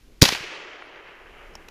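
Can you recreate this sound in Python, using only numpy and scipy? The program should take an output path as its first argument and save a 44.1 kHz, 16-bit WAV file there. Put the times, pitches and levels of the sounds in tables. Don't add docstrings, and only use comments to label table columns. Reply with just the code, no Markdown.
import sys
import numpy as np
from scipy import signal
from scipy.fft import rfft, irfft
from scipy.io import wavfile
from scipy.ndimage import uniform_filter1d

SR = 44100
rng = np.random.default_rng(int(sys.argv[2]) if len(sys.argv) > 2 else 0)


def file_out(sig):
    cols = np.atleast_2d(sig).T
    lim = np.clip(cols, -1, 1)
    pcm = np.round(lim * 32767).astype(np.int16)
    wavfile.write(sys.argv[1], SR, pcm)


def nominal_scale(level):
    x = np.asarray(level, float) / 20
    return 10 ** x


N = 74970
T = np.arange(N) / SR
PIN_S, FREE_S, DROP_S = .2229, .22425, .2294


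def rms_one(x):
    return x / np.sqrt(np.mean(x ** 2) + 1e-20)


def at_hz(points, hz):
    table = np.array(points)
    return np.interp(np.log(hz), np.log(table[:, 0]), table[:, 1])


def drift(rate):
    r = np.exp(-80 * np.pi * rate / SR)
    noise = rng.standard_normal(N // 40 + 2002)
    slow = signal.lfilter([1], [1, -2 * r, r * r], noise)[2000:]
    return np.interp(np.arange(N) / 40, np.arange(len(slow)), rms_one(slow))


def ring(x, hz, t60):
    r, w = nominal_scale(-60 / (t60 * SR)), 2 * np.pi * hz / SR
    return signal.lfilter([0, np.sin(w)], [1, -2 * r * np.cos(w), r * r], x + 1e-18)


def low(x, hz):
    return signal.sosfilt(signal.butter(2, hz, fs=SR, output="sos"), x)


def fade(start, tau, length=0.):
    return (T >= start) * np.exp(-np.maximum(T - start - length, 0) / tau)


def coloured(x, spectrum):
    hz = np.maximum(np.fft.rfftfreq(N, 1 / SR), 1)
    gain_db = at_hz(spectrum, hz) - 200 * (hz < 20)
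    return rms_one(irfft(rfft(x) * nominal_scale(gain_db), N))


# [t/s, level/dB]
WIND = [(0, -55.5), (.09, -48.5), (.2, -52), (.3, -82), (.45, -53.5), (.55, -64.5), (.75, -66), (1.0, -63),
        (1.15, -60.5), (1.25, -53), (1.4, -51.5), (1.55, -46), (1.62, -51.5), (1.7, -53)]
# [f/Hz, level/dB]
HISS = [(150, -9), (400, 7), (600, 3), (2500, 4), (6300, -0.5), (7500, -2), (14500, -9.5), (15300, -11.5)]


def air():
    wind_hz, skirt_hz, skirt_db = 46.6, 220, -17.5
    buffet_hz, buffet_db = 410, -10.5
    evenness = .6
    hiss_db, duck_db, recover_db_per_s = -62.5, 17.5, 14.5

    white = rng.standard_normal((2, N))
    gust = low(low(white[0], wind_hz), wind_hz * 1.2)
    skirt = low(white[0], skirt_hz)
    buffet = low(ring(white[1], buffet_hz, .006), 550)
    wind = rms_one(gust) + nominal_scale(skirt_db) * rms_one(skirt) + nominal_scale(buffet_db) * rms_one(buffet)
    wind = signal.sosfilt(signal.butter(2, 12, "high", fs=SR, output="sos"), wind)
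    local_power = uniform_filter1d(wind ** 2, size=2600)
    wind = rms_one(wind / local_power ** (evenness / 2))

    ducked_db = (T > PIN_S) * np.maximum(duck_db - recover_db_per_s * (T - PIN_S), 0)
    hiss = nominal_scale(hiss_db - ducked_db) * coloured(white[1], HISS)
    return nominal_scale(np.interp(T, *np.transpose(WIND))) * wind + hiss


# [f/Hz, level/dB]
NEAR_COLOUR = [(60, -23.5), (190, -10), (620, -16.5), (2600, -8), (5000, -0.5), (6500, -6.5), (7300, -12),
               (15400, -17)]
MIDDLE_COLOUR = [(60, -12), (200, -13), (600, -15.5), (2600, 4.5), (3600, -4), (6600, -11), (7300, -13.5),
                 (15000, -33)]
FAR_COLOUR = [(220, -14), (360, 3), (750, -2.5), (2000, -1), (3100, -5.5), (3500, -17.5), (7000, -40.5),
              (9000, -54.5)]
# [f/Hz, fall time/s]
NEAR_FALL = [(100, .25), (400, 0.19), (1500, 0.34), (3000, 0.39), (6000, 0.31), (10000, 0.36),
             (15000, 0.26)]
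MIDDLE_FALL = [(100, .8), (500, 0.56), (2500, 1.19), (5000, 1.71), (8000, 1.11), (11000, 0.6), (15000, .4)]
# [t/s, level/dB, width/s]
SWELLS = [
    (0.258, 3, 0.0052),
    (.268, -1, 0.0054),
    (.287, 4.5, 0.0088),
    (0.295, -2.5, 0.0035),
    (0.317, -2, 0.0047),
    (0.33, 4.5, 0.014),
    (0.561, 3, 0.12),
    (0.972, 2.5, 0.017),
    (1.09, 3.5, 0.029),
    (1.42, 3, 0.058),
]


def woods():
    near_db, middle_db, far_db = -18, -33, -41.5
    trunks_per_s, growth = 14000, 40000
    trunk_spread_db, patchy_db = 2.0, .7

    age = np.maximum(T - DROP_S, 0)
    share = np.minimum((trunks_per_s + growth * age) / SR, 1)
    size_db = trunk_spread_db * np.minimum(rng.exponential(1, N), 4)
    sizes = nominal_scale(size_db) * rng.standard_normal(N)
    grains = rms_one(sizes * (rng.random(N) < share) / np.sqrt(share))
    layers = [rfft(coloured(grains, colour)) for colour in (NEAR_COLOUR, MIDDLE_COLOUR, FAR_COLOUR)]

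    octave = np.log2(np.maximum(np.fft.rfftfreq(N, 1 / SR), 1))
    shared, out = drift(42), 0
    for centre in np.arange(5.5, 14.6, .5):
        hz = 2 ** centre
        mask = np.maximum(1 - 2 * np.abs(octave - centre), 0)
        far_fall_s = at_hz([(1500, 8.7), (5000, 6.2)], hz)
        levels_db = (near_db - 60 * age / at_hz(NEAR_FALL, hz),
                     middle_db - 60 * age / at_hz(MIDDLE_FALL, hz),
                     far_db - 60 * age / far_fall_s)
        patch = nominal_scale(patchy_db * (shared + drift(20)))
        band = sum(nominal_scale(db) * irfft(x * mask, N) for db, x in zip(levels_db, layers))
        out = out + patch * band
    swell_db = sum(db * np.exp(-((T - s) / width) ** 2) for s, db, width in SWELLS)
    return out * nominal_scale(swell_db) * (T >= DROP_S)


# [t/s, peak level/dB, f/Hz]
SLAPS = [(.2395, -5, 1800), (.2408, -3, 5000), (.2504, -11, 3500), (.2524, -5, 3600), (.2554, 0, 3600),
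         (.2626, -14, 4500), (.2790, -10, 3500), (.2807, -10, 4000), (.2868, -9, 3500), (.2885, -10, 4500),
         (.2897, -2, 4200), (.3005, -19, 2800), (.3060, -15, 2300), (.3223, -14, 3200), (.3258, -13, 2500),
         (.3328, -13, 3200), (.3491, -18, 4500), (.3505, -14, 2200), (.3600, -23, 2700), (.3748, -22, 2000),
         (.8233, -25, 1400), (.9600, -33, 2000)]
# [t/s, peak level/dB, f/Hz]
THUMPS = [
    (.2345, -12.5, 331),
    (.2415, -21.5, 278),
    (.260, -25.5, 250),
    (.324, -21, 310),
    (.405, -37.5, 133),
]


def slaps():
    white, out = rng.standard_normal(N), 0
    for rows, cycles, wake_db in ((SLAPS, 2.2, -13), (THUMPS, 3.2, -80)):
        for s, db, hz in rows:
            t60 = cycles / hz
            click = np.zeros(N)
            click[[int(s * SR), int((s + .25 / hz) * SR)]] = -1, .7
            pulse = low(ring(click, hz, t60), hz * 2.1)
            scatter = rms_one(ring(ring(white, hz, t60), hz, t60))
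            wake = scatter * low(fade(s, .003), hz / 4)
            out = out + nominal_scale(db) * (pulse / np.abs(pulse).max() + nominal_scale(wake_db) * wake)
    return out


# [t/s, peak level/dB, spread of touches/s, ring level/dB, snap level/dB]
CLICKS = [
    (1.5528, -32, .0022, -4, -1),
    (1.6843, -30, .0035, -18, -12),
    (1.538, -51, .002, -10, -12),
]
# [f/Hz, level/dB, fall time/s]
STEEL_MODES = [(1000, -6, .012), (1950, -13, .02), (3000, -8, .012), (4963, -9, .024), (5270, 0, .021),
               (5572, -7, .025), (6686, -12, .012)]
# [f/Hz, level/dB, fall time/s]
SCUFF_BANDS = [(1000, -6, .004), (2700, -2, .006), (4000, -5, .006), (5600, 0, .002), (10000, -12, .0004)]


def action():
    draws = rng.random((len(CLICKS), 12))
    snapped, rung, rub = np.zeros(N), np.zeros(N), 0
    for (s, db, spread, ring_db, snap_db), d in zip(CLICKS, draws):
        touch_s = s + spread * (np.arange(4) + .8 * d[:4]) / 4
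        at = (touch_s * SR).astype(int)
        touches = nominal_scale(db - 7.8 * d[4:8]) * np.sign(d[8:] - .5)
        rung[at] = nominal_scale(ring_db) * touches
        snapped[at] = nominal_scale(snap_db) * touches
        rub = rub + nominal_scale(db - 10) * low(fade(s, .001, spread), 600)
    modes = sum(nominal_scale(db) * ring(rung, hz, t60) for hz, db, t60 in STEEL_MODES)
    snap = ring(snapped, 1900, .0009)

    white = rng.standard_normal(N)
    scrape = sum(nominal_scale(db) * rms_one(ring(white, hz, t60)) for hz, db, t60 in SCUFF_BANDS)
    scuff = rub * rms_one(scrape)

    leaf_s, leaf_wide_s, leaf_hz, leaf_db = .845, .03, 9800, -77
    crackle = rms_one(ring(ring(white, leaf_hz, .0012), leaf_hz, .0012))
    leaf = nominal_scale(leaf_db) * np.exp(-((T - leaf_s) / leaf_wide_s) ** 2) * crackle
    return modes + snap + scuff + leaf


# [t/s, level/dB, length/s, centre f/Hz]
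STAGES = [
    (.2140, -29, .0022, 5000),
    (.2163, -15, .0012, 6500),
    (.2177, -9, .0025, 3200),
    (.2205, 4, .0023, 6200),
    (.2276, -1, .0007, 6000),
    (.2297, -13, .0035, 5200),
]


def blast():
    white, bursts = rng.standard_normal(N), 0
    for s, db, length, hz in STAGES:
        edges_hz = [hz * .55, hz * 1.225]
        band = signal.sosfilt(signal.butter(2, edges_hz, "bandpass", fs=SR, output="sos"), white)
        top_db = -2 if db > 0 else -18
        turbulence = rms_one(band) + nominal_scale(top_db) * white
        bursts = bursts + nominal_scale(db) * fade(s, .0004, length) * turbulence

    swell_s, swell_db = .2178, -14.5
    pinned, rest, rest_per_s, creep_s = -1.05, .5, 115, .0007
    swelling = (T >= swell_s) & (T < PIN_S)
    held = (T >= PIN_S) & (T < FREE_S)
    freed = (T >= FREE_S) & (T < DROP_S)
    creep = rest + rest_per_s * (T - FREE_S) - (1 + rest) * fade(FREE_S, creep_s)
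    push = nominal_scale(swell_db) * swelling + pinned * held + creep * freed

    kick = np.zeros(N)
    kick[int(DROP_S * SR)] = -nominal_scale(-7.5)
    membrane = ring(kick, 189, .03)
    strain = nominal_scale(-30) * low(white, 6000) * ((T >= PIN_S) & (T < DROP_S))
    return bursts + strain + low(push, 1400) + membrane


def scene():
    return (air() + woods() + slaps() + action() + blast())[None]


def roll_off(x):
    return signal.sosfilt(signal.butter(12, 16510, fs=SR, output="sos"), x)


def record(dry):
    dip_hz, dip_wide_hz, dip_depth = 8300, 2200, .45
    dip = signal.lfilter(*signal.iirpeak(dip_hz, dip_hz / dip_wide_hz, fs=SR), dry)
    top_cut = signal.cheby2(10, 30, 15150 * 1.03, fs=SR, output="sos")
    x = signal.sosfilt(top_cut, dry - dip_depth * dip)
    x = .96 * x / (1 + np.abs(x) ** 6) ** (1 / 6)
    x = signal.sosfilt(signal.cheby2(10, 50, 16500, fs=SR, output="sos"), x)
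    return roll_off(np.clip(x, -1, 1))


dry = scene()
out = record(dry)
file_out(out)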